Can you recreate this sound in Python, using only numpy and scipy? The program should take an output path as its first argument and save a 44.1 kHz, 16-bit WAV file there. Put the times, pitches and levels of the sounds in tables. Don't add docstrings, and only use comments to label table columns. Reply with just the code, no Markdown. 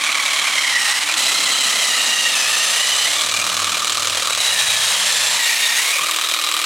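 import sys
import numpy as np
from scipy import signal
from scipy.fft import rfft, irfft, next_fast_len
from scipy.io import wavfile
from scipy.ndimage import uniform_filter1d, map_coordinates

SR = 44100
rng = np.random.default_rng(int(sys.argv[2]) if len(sys.argv) > 2 else 0)


def transcribe(signal):
    frames = np.atleast_2d(signal).T
    limited = np.clip(frames, -1, 1)
    pcm = np.round(limited * 32767).astype(np.int16)
    wavfile.write(sys.argv[1], SR, pcm)


N = 293265

# time_s, low_db, upper_db
RUMBLE_LEVELS = [(0, -58, -49.5), (1.1, -59, -52), (1.28, -57, -42.5), (2.9, -58, -53), (3.4, -54, -47),
                 (4.3, -46, -52), (4.67, -43, -60), (5.35, -58, -54), (5.42, -86, -58), (5.9, -80, -57),
                 (6.1, -61, -58), (6.65, -73, -55)]
# pitch_hz, gain_db
RUMBLE_COLOUR = [(20, -22), (40, -23), (70, -6), (130, 0.5), (180, -6), (260, -21.5)]
# time_s, firing_rate_hz, level_db, second_multiple_db
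ENGINE = [(0, 82.7, -62, -71), (.6, 84.8, -67, -69.5), (1.4, 85.3, -65, -76), (2, 86.2, -68, -61),
          (2.84, 86.8, -57.5, -56), (3.12, 94.4, -50, -58), (3.2, 94.2, -60, -59), (3.3, 95.6, -49, -57),
          (3.41, 95.6, -46, -56), (3.48, 93.8, -54, -51), (3.62, 93.7, -43, -52), (3.72, 93.7, -47, -48),
          (3.81, 93.9, -54, -58), (4.0, 94, -50, -56), (4.14, 93.8, -43, -57), (4.24, 92, -58, -58),
          (4.35, 92, -51, -60), (4.45, 92.4, -63, -63), (4.52, 94.5, -52.5, -55), (4.72, 99, -51, -54.5),
          (5.0, 98.8, -59, -52.5), (5.23, 98.9, -49, -55), (5.38, 98.9, -56, -54)]
# start_s, level_db (before the soft attack), pitch_hz, time_to_fall_60_db_s
THUDS = [(2.074, -32, 233, 0.14), (3.38, -34, 208, .12), (6.005, -39, 162, 0.17)]

# time_s, strokes_per_s
SPEED = [(0.0, 37.82), (0.35, 36.64), (0.5, 36.25), (0.68, 34.75), (0.77, 32.55), (0.86, 30.25),
         (0.95, 32.55), (1.0, 33.65), (1.08, 38.77), (1.165, 38.91), (1.175, 32.12), (1.28, 32.72),
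         (1.36, 35.12), (1.5, 34.32), (1.58, 34.82), (1.66, 32.52), (1.78, 34.42), (1.9, 32.12),
         (2.1, 31.02), (2.3, 30.42), (2.44, 27.42), (2.53, 29.82), (2.7, 30.02), (2.82, 31.72),
         (3.05, 33.42), (3.18, 38.51), (3.45, 39.41), (4.2, 39.95), (4.35, 38.93), (4.45, 31.78),
         (4.56, 30.48), (4.66, 27.58), (4.8, 28.78), (4.9, 31.38), (5.02, 32.58), (5.1, 29.18),
         (5.2, 28.28), (5.32, 29.98), (5.39, 32.98), (5.45, 30.88), (5.55, 29.68), (5.62, 30.58),
         (5.74, 30.5), (5.83, 33.7), (5.89, 36.6), (5.96, 38.7), (6.15, 39.78), (6.65, 39.45)]
# start_s, whine of multiples 1, 2, 3 and 4-8 under load (four columns, relative_db),
# multiple_2_free_db, shaft_hum_cutting_db, shaft_hum_free_db
CUTS = [(0, -2.5, -5, -14, -26, -20, -52, -42), (.72, -6, -5, -15, -17, -19, -57, -42),
        (.99, -8, -6.5, -29, -22, -16, -48, -42), (1.17, 1, -7.5, -14.5, -13.5, -21, -51, -52),
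        (1.45, 0, -11, -7, -13.5, -21, -52.5, -52), (1.9, 0, -7.5, -5.5, -11, -21, -53.5, -52),
        (2.33, -7, -9.5, -6.5, -11.5, -21, -55, -52), (3.07, -9, -10, -5, -18, -26, -50, -51),
        (4.3, -6, -13.5, -16, -22, -25, -61, -51), (4.85, -3, -18, -18, -18, -25.5, -62, -52),
        (5.07, -5, -10, -17.5, -16.5, -25, -63, -51), (5.39, -2, -5.5, -12.5, -10.5, -14.5, -54.5, -48.5)]
# level_db of multiples 1, 3 and 4-8
WHINE_FREE_DB = [-10.5, -18, -25]
# change_db of multiples 1, 2, 3 and 4-8
WHINE_BITE_DB = [-20, 0.8, 3.5, 3]
# multiple_number, relative_db
UPPER_MULTIPLES = [(4, 0), (5, -3.5), (6, -1.5), (7, -0.5), (8, -1)]
# time_s, extra_db
HARD_KNOCKS = [(3.39, 3), (3.618, 2), (3.67, -1), (3.846, 2), (3.871, 3), (3.897, 3.5), (3.921, 3.5),
               (4.022, 4), (4.072, 3.5), (4.222, 4), (6.11, 6), (6.16, 2), (6.262, -1), (6.313, 2),
               (6.338, 4), (6.412, 0), (6.437, 0), (6.54, 4)]
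# pitch_hz, width_hz, level_db
BAR_MODES = [(1235, 470, -5), (2420, 210, 4), (2950, 160, -2), (3185, 59, 4.5), (3480, 85, 0.5),
             (3780, 96, 2.5), (4180, 99, 0), (6300, 670, -11.5), (7620, 1200, -7)]
# pitch_hz, gain_db
CUTTING_COLOUR = [(60, -60), (150, -45), (250, -57), (373, -25.5), (1260, -10), (1550, -8.5), (1910, 0),
                  (2230, -1), (3830, -0.5), (4790, -3.5), (9610, -6), (15900, -21.5)]
CLACK_COLOUR = [(150, -64), (250, -26), (566, -11), (850, -13.5), (1170, -9), (1600, -2.5), (3830, -0.5),
                (4790, -0.5), (6670, -2), (10500, -7.5), (15900, -17.5)]
# pitch_hz, width_hz, lift_db
HOUSING = [(552, 425, 7), (1210, 400, 2), (1960, 1200, -1), (2860, 320, 2), (4000, 220, 3.5)]
# start_s, end_s, from_hz, to_hz, width_hz, lift_db
RINGS = [(0, .55, 3320, 3100, 200, 3.5), (0, .5, 1160, 1120, 150, -1), (.55, 0.987, 5600, 5330, 500, 3.5),
         (.75, 1.006, 8500, 8000, 400, 8.5), (1.17, 3.3, 7810, 7600, 300, 3.5),
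         (1.17, 1.65, 6840, 6500, 398, 2), (1.165, 2.996, 1340, 1200, 150, 3.5),
         (1.4, 2.9, 9400, 9190, 302, 3), (2.003, 3.1, 6200, 6100, 250, 5),
         (2.3, 2.95, 5150, 5200, 301.7, 2), (3.05, 3.697, 6210, 6740, 302, 3),
         (4.257, 5.15, 7880, 8600, 350, 3), (4.398, 5.853, 6500, 6350, 350, 2),
         (4.55, 4.8, 2400, 2420, 200, 6), (5.1, 5.345, 2400, 2510, 200, 1.5),
         (4.3, 4.948, 3890, 3780, 250, 4.5), (4.4, 4.62, 2850, 2840, 150, 3.5),
         (4.55, 5.05, 3300, 3240, 200, 4.5), (0.402, 0.801, 3150, 3130, 201.3, 4),
         (5.301, 5.8, 930, 900, 120, 3.5), (3.2, 3.45, 2350, 2390, 130, 3.5),
         (3.2, 4.4, 1210, 1300, 330, 3.5), (5.88, 6.67, 1120, 1210, 280, 3.5),
         (1.3, 2.0, 4120, 3980, 300, 3), (4.5, 4.84, 1780, 1730, 170, 4), (5.06, 5.32, 1760, 1720, 170, 2),
         (4.851, 6, 5280, 5650, 300, 1.5), (4.95, 5.4, 7530, 7350, 400, 3.5), (5, 5.35, 3430, 3480, 300, 3),
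         (5.333, 5.69, 3870, 3640, 302, 2), (5.389, 5.8, 2320, 2300, 300, 4.5),
         (5.9, 6.102, 2350, 2480, 300, 3), (6.06, 6.67, 3670, 4000, 400, 4)]
# start_s, end_s, start_delay_ms, end_delay_ms, start_strength, end_strength (0-1)
LAWN = [(0, 1.17, 0.83, 1.1, .03, .12), (1.17, 5.39, 1.5, 1.9, 0.16, 0.062),
        (5.39, 6.65, 1.18, .9, 0.068, .01)]
# start_s, then a list of pitch_hz, gain_db
TONE_CHANGES = [(0, [(400, -4.5), (900, 4.5), (2000, -1.5), (4500, -3), (8000, -2.5), (14000, -9)]),
                (1.17, [(400, 3), (900, 4.5), (2000, -1.5), (4500, -0.5), (8000, 0.5), (14000, -5)]),
                (5.39, [(400, 4.5), (900, 4.5), (2000, 2.5), (4500, 1), (8000, 2), (14000, 2.5)])]
# time_s, change_db
LEVEL_CHANGES = [(0.459, 1), (.52, -1.5), (.94, -3.5), (1.001, -5), (1.05, -5.5)]

# time_s, left_minus_right_db (before filtering), width_change_db (low and middle range)
BALANCE = [(0, -1.8, 2), (.8, -1.8, 2), (1.5, -.9, 0), (4.3, -.8, -2), (4.6, -.4, -7), (5.4, -.1, -9),
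           (6.65, 0, -9)]
# pitch_hz, gain_db
SPREAD = [(60, -70), (130, -55), (220, -28), (400, -21), (900, -22.5), (1500, -46), (2500, -29),
          (4500, -26), (8000, -13), (14000, -10)]
# pitch_hz, left_minus_right_db
LEAN = [(5000, 0), (8000, -.5), (12000, 1.3), (15000, 1.5)]

FREE_RATE, STALL_SAG = 40.73, 10.2
FIRST_STROKE = .39
TEETH_PER_STROKE, TURNS_PER_STROKE = 30.3, 8.12
GRIP_BITE, GRIP_SPAN = 0.2, 0.11
LET_GO_S = 0.0517
RUN_UP_DB = -0.1454
CHOP_DB = 1.5
KNOCK_RISE = 0.011
RING_FADE_S, RING_FLUTTER = 0.098, .3
FREE_DB, CUTTING_DB, LOUD_BITE = -19.5, -16.5, 0.62
LEVEL_CHANGE_S = 0.014
TOP_HZ = 15900


def undb(db):
    return 10 ** (np.asarray(db) / 20)


def unit(x):
    return x / np.sqrt(np.mean(x ** 2))


def curves(table):
    s, *columns = np.transpose(table)
    return [np.interp(np.arange(N) / SR, s, column) for column in columns]


def steps(table):
    s, *columns = np.transpose(table)
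    row = np.searchsorted(s, np.arange(N) / SR, "right") - 1
    return np.array(columns)[:, row]


def walk(rate):
    hold = int(SR / rate)
    held = np.repeat(rng.standard_normal(N // hold + 1), hold)
    smooth = uniform_filter1d(uniform_filter1d(held, hold), hold)
    return unit(smooth[:N])


def colour(x, points, share=1):
    size = next_fast_len(N)
    hz, db = np.transpose(points)
    bin_hz = np.arange(size // 2 + 1) * SR / size
    gain = undb(share * np.interp(np.log(bin_hz + 1), np.log(hz), db))
    return irfft(rfft(x, size) * gain, size)[..., :N]


def ring(x, hz, width_hz):
    return signal.lfilter(*signal.iirpeak(hz, hz / width_hz, SR), x)


def glide(x, hz, width_hz):
    turn = np.exp(2j * np.pi * np.cumsum(hz) / SR)
    keep = np.exp(-1.55 * np.pi * width_hz / SR)
    smooth = signal.lfilter([(1 - keep) ** 2], [1, -2 * keep, keep ** 2], x / turn)
    return 2 * (smooth * turn).real


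def scatter(x, count, fade_s, rate):
    t = np.arange(SR // 30) / SR
    leaves = rng.standard_normal((count, len(t))) * np.exp(-t / fade_s)
    echoes = sum(walk(rate) * signal.fftconvolve(x, leaf)[:N] for leaf in leaves)
    return echoes / np.sqrt(np.sum(leaves ** 2))


def garden():
    low_db, upper_db = curves(RUMBLE_LEVELS)
    low = unit(colour(rng.standard_normal(N), RUMBLE_COLOUR))
    upper = unit(ring(ring(rng.standard_normal(N), 257, 210), 257, 210))
    low = low * undb(low_db + 2.5 * walk(4.65))
    return low + upper * undb(upper_db + 0.44 * walk(7.9))


def engine():
    hz, first_db, second_db = curves(ENGINE)
    turn = 2 * np.pi * np.cumsum(hz * (1 + 0.008 * walk(9))) / SR
    first = undb(first_db + walk(8.1)) * np.sin(turn)
    second = undb(second_db + 3.0 * walk(14)) * np.sin(2 * turn)
    running = np.arange(N) / SR < ENGINE[-1][0]
    return np.sqrt(2) * (first + second) * running


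def thuds():
    out = np.zeros(N)
    t = np.arange(SR // 2) / SR
    for s, db, hz, t60 in THUDS:
        shape = (1 - np.exp(-t / 0.0056)) * 1000. ** (-t / t60)
        thud = undb(db) * np.sin(2 * np.pi * hz * t) * shape
        first = int(s * SR)
        out[first:first + len(t)] += thud[:N - first]
    return out


def twigs(stroke, bite):
    snap_here = rng.random(N) < 3000 / SR
    snap_size = undb(1.6 * np.minimum(rng.exponential(size=N), 3))
    snaps = snap_here * snap_size * rng.standard_normal(N)
    snaps = signal.lfilter([1], [1, -.4], snaps)
    hiss = rng.standard_normal(N) * (1 - .5 * np.exp(-((stroke % 1 - .76) / 0.047) ** 2))
    patchy = undb(0.18 * walk(24.81) + 0.82 * walk(70))
    return patchy * (unit(hiss) * undb(-3.5 + 9.0 * bite) + unit(snaps) * undb(-9 + 1.4 * bite))


def knocks(stroke):
    chance = rng.standard_normal((int(stroke[-1]) + 3, 6))
    hard_db = np.zeros(len(chance))
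    for s, db in HARD_KNOCKS:
        turn = int(stroke[int(s * SR)] + 1.25)
        hard_db[turn] = db
        chance[turn, ::3] = 0
    burst = 0
    for k, (lag, db, hold) in enumerate([(0.00059, -3.0, 0.066), (.29, -8, 0.12), (0, -17.5, 0.57)]):
        late = stroke + 1 - lag
        turn = late.astype(int)
        since = late - turn - np.clip(0.039 + 0.019 * chance[turn, k], 0, .2)
        level_db = db + (k == 0) * hard_db[turn] + 1.67 * chance[turn, 3 + k]
        rise = np.clip(since / KNOCK_RISE, 0, 1)
        burst = burst + undb(level_db) * rise * np.exp(-np.abs(since / hold) ** 0.62)
    return unit(burst)


def clacks(stroke, bite, burst):
    grit = burst * undb(1.66 * walk(700)) * rng.standard_normal(N)
    mix = rng.standard_normal((int(stroke[-1]) + 3, len(BAR_MODES)))[(stroke + .05).astype(int)]
    bar = 0
    for k, (hz, width_hz, db) in enumerate(BAR_MODES):
        bar = bar + undb(db + 3.2 * mix[:, k]) * ring(grit, hz, width_hz)
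    return (grit + bar) * undb(-1.0 - 10.3 * bite)


def grip(bite, loaded, free):
    return free + (loaded - free) * np.clip((bite - GRIP_BITE) / GRIP_SPAN, 0, 1)


def gears(speed, stroke, bite, burst):
    chatter = (.085 - .065 * bite ** .5) * walk(350)
    wobble = 1 + chatter + .016 * np.sin(2 * np.pi * stroke) + .01 * walk(60)
    mesh = 2 * np.pi * np.cumsum(TEETH_PER_STROKE * speed * wobble) / SR

    cut = steps(CUTS)
    free_db = [WHINE_FREE_DB[0], cut[4], *WHINE_FREE_DB[1:]]
    levels_db = [grip(bite, db + change * bite, free)
                 for db, change, free in zip(cut, WHINE_BITE_DB, free_db)]
    *low_db, upper_db = levels_db
    parts = list(enumerate(low_db, 1)) + [(k, db + upper_db) for k, db in UPPER_MULTIPLES]

    chop = CHOP_DB * rng.standard_normal((int(stroke[-1]) + 3, len(parts)))[(stroke + .24).astype(int)].T
    gaining = uniform_filter1d(np.clip(np.gradient(speed) * SR, 0, 60), SR // 20)
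    whine = 0
    for k, db in parts:
        run_up_db = min(k - 1, 3) / 3 * RUN_UP_DB * gaining
        catch_db = 1.2 * walk(40) + 1.43 * walk(90) + 2.1 * walk(160)
        whine = whine + undb(db + chop[k - 1] + run_up_db + catch_db) * np.sin(k * mesh + k * k)

    pressed = np.clip(.3 + .75 * bite, 0, 1)
    slack = np.clip(1 - 2.0 * np.exp(-((stroke % 1 - .76) / 0.04) ** 2), 0, 1)
    crank = 1 + 0.12 * np.cos(np.pi * (stroke - .3))
    return whine * (pressed + (1 - pressed) * burst) * slack * crank


def rings(x):
    t, out = np.arange(N) / SR, x
    for s, end, from_hz, to_hz, width_hz, db in RINGS:
        on = np.clip(np.minimum(t - s, end - t) / RING_FADE_S + .5, 0, 1)
        lift = undb(db * on * (1 + RING_FLUTTER * walk(14))) - 1
        hz = np.interp(t, [s, end], [from_hz, to_hz])
        out = out + lift * glide(x, hz, width_hz)
    return out


def paths(x):
    start, end, ms0, ms1, share0, share1 = steps([(row[0], *row) for row in LAWN])
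    along = (np.arange(N) / SR - start) / (end - start)
    delay_ms = ms0 + (ms1 - ms0) * along
    strength = share0 + (share1 - share0) * along
    late = map_coordinates(x, [np.arange(N) - delay_ms * SR / 1000], order=3)
    late = colour(late, [(3500, 0), (7000, -10)])
    no_bass = signal.butter(1, 2500, "high", fs=SR, output="sos")
    hedge = signal.sosfilt(no_bass, scatter(x, count=3, fade_s=0.0024, rate=2.475))
    return x + np.clip(strength, 0, 1) * late + .11 * hedge


def shaft_hum(speed, bite):
    stumble = 1 + 0.031 * bite * walk(25)
    turn = 2 * np.pi * np.cumsum(TURNS_PER_STROKE * speed * stumble) / SR
    cutting_db, free_db = steps(CUTS)[-2:]
    return np.sqrt(2) * undb(grip(bite, cutting_db, free_db) + 0.5 * walk(11)) * np.sin(turn)


def trimmer():
    speed, = curves(SPEED)
    stroke = np.cumsum(speed) / SR + 1 - FIRST_STROKE
    bite = np.clip((FREE_RATE - speed) / STALL_SAG, 0, 1)
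    keep = np.exp(-1 / (LET_GO_S * SR))
    bite = np.maximum(bite, signal.lfilter([1 - keep], [1, -keep], bite))

    burst = knocks(stroke)
    cutting = gears(speed, stroke, bite, burst) + twigs(stroke, bite)
    drive = colour(cutting, CUTTING_COLOUR) + colour(clacks(stroke, bite, burst), CLACK_COLOUR)
    body = drive + sum((undb(db) - 1) * ring(drive, hz, width_hz) for hz, width_hz, db in HOUSING)
    body = paths(rings(body))
    heard = np.empty(N)
    for s, tone in TONE_CHANGES:
        heard[int(s * SR):] = colour(body, tone)[int(s * SR):]

    t = np.arange(N) / SR
    level_db = FREE_DB + (CUTTING_DB - FREE_DB) * np.clip(bite / LOUD_BITE, 0, 1)
    level_db = level_db + sum(db * np.exp(-((t - s) / LEVEL_CHANGE_S) ** 2) for s, db in LEVEL_CHANGES)
    heard = heard / np.sqrt(uniform_filter1d(heard ** 2, SR // 6)) * undb(level_db)
    return heard + shaft_hum(speed, bite)


def scene():
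    tool = trimmer()
    mid = tool + garden() + engine() + thuds()
    pan_db, width_db = curves(BALANCE)
    side = colour(scatter(mid, count=10, fade_s=0.0041, rate=8.9), SPREAD)
    below = colour(side, [(6000, 0), (7500, -40)])
    upper = colour(tool, [(150, -45), (600, -20), (2500, -2), (4500, 2), (9000, -2), (12000, -20)])
    side = side + (undb(width_db) - 1) * below
    side = side + np.tanh(pan_db * np.log(10) / 40) * upper
    return np.array([colour(mid, LEAN, .5) + side, colour(mid, LEAN, -.5) - side])


def record(dry):
    loud = np.abs(dry).max(axis=0) + 1e-9
    rounded = dry * .9 * np.tanh(loud / .9) / loud
    thin = signal.sosfilt(signal.butter(2, 60, "high", fs=SR, output="sos"), rounded)
    return signal.sosfilt(signal.ellip(10, .2, 80, TOP_HZ, fs=SR, output="sos"), thin)


dry = scene()
out = record(dry)
transcribe(out)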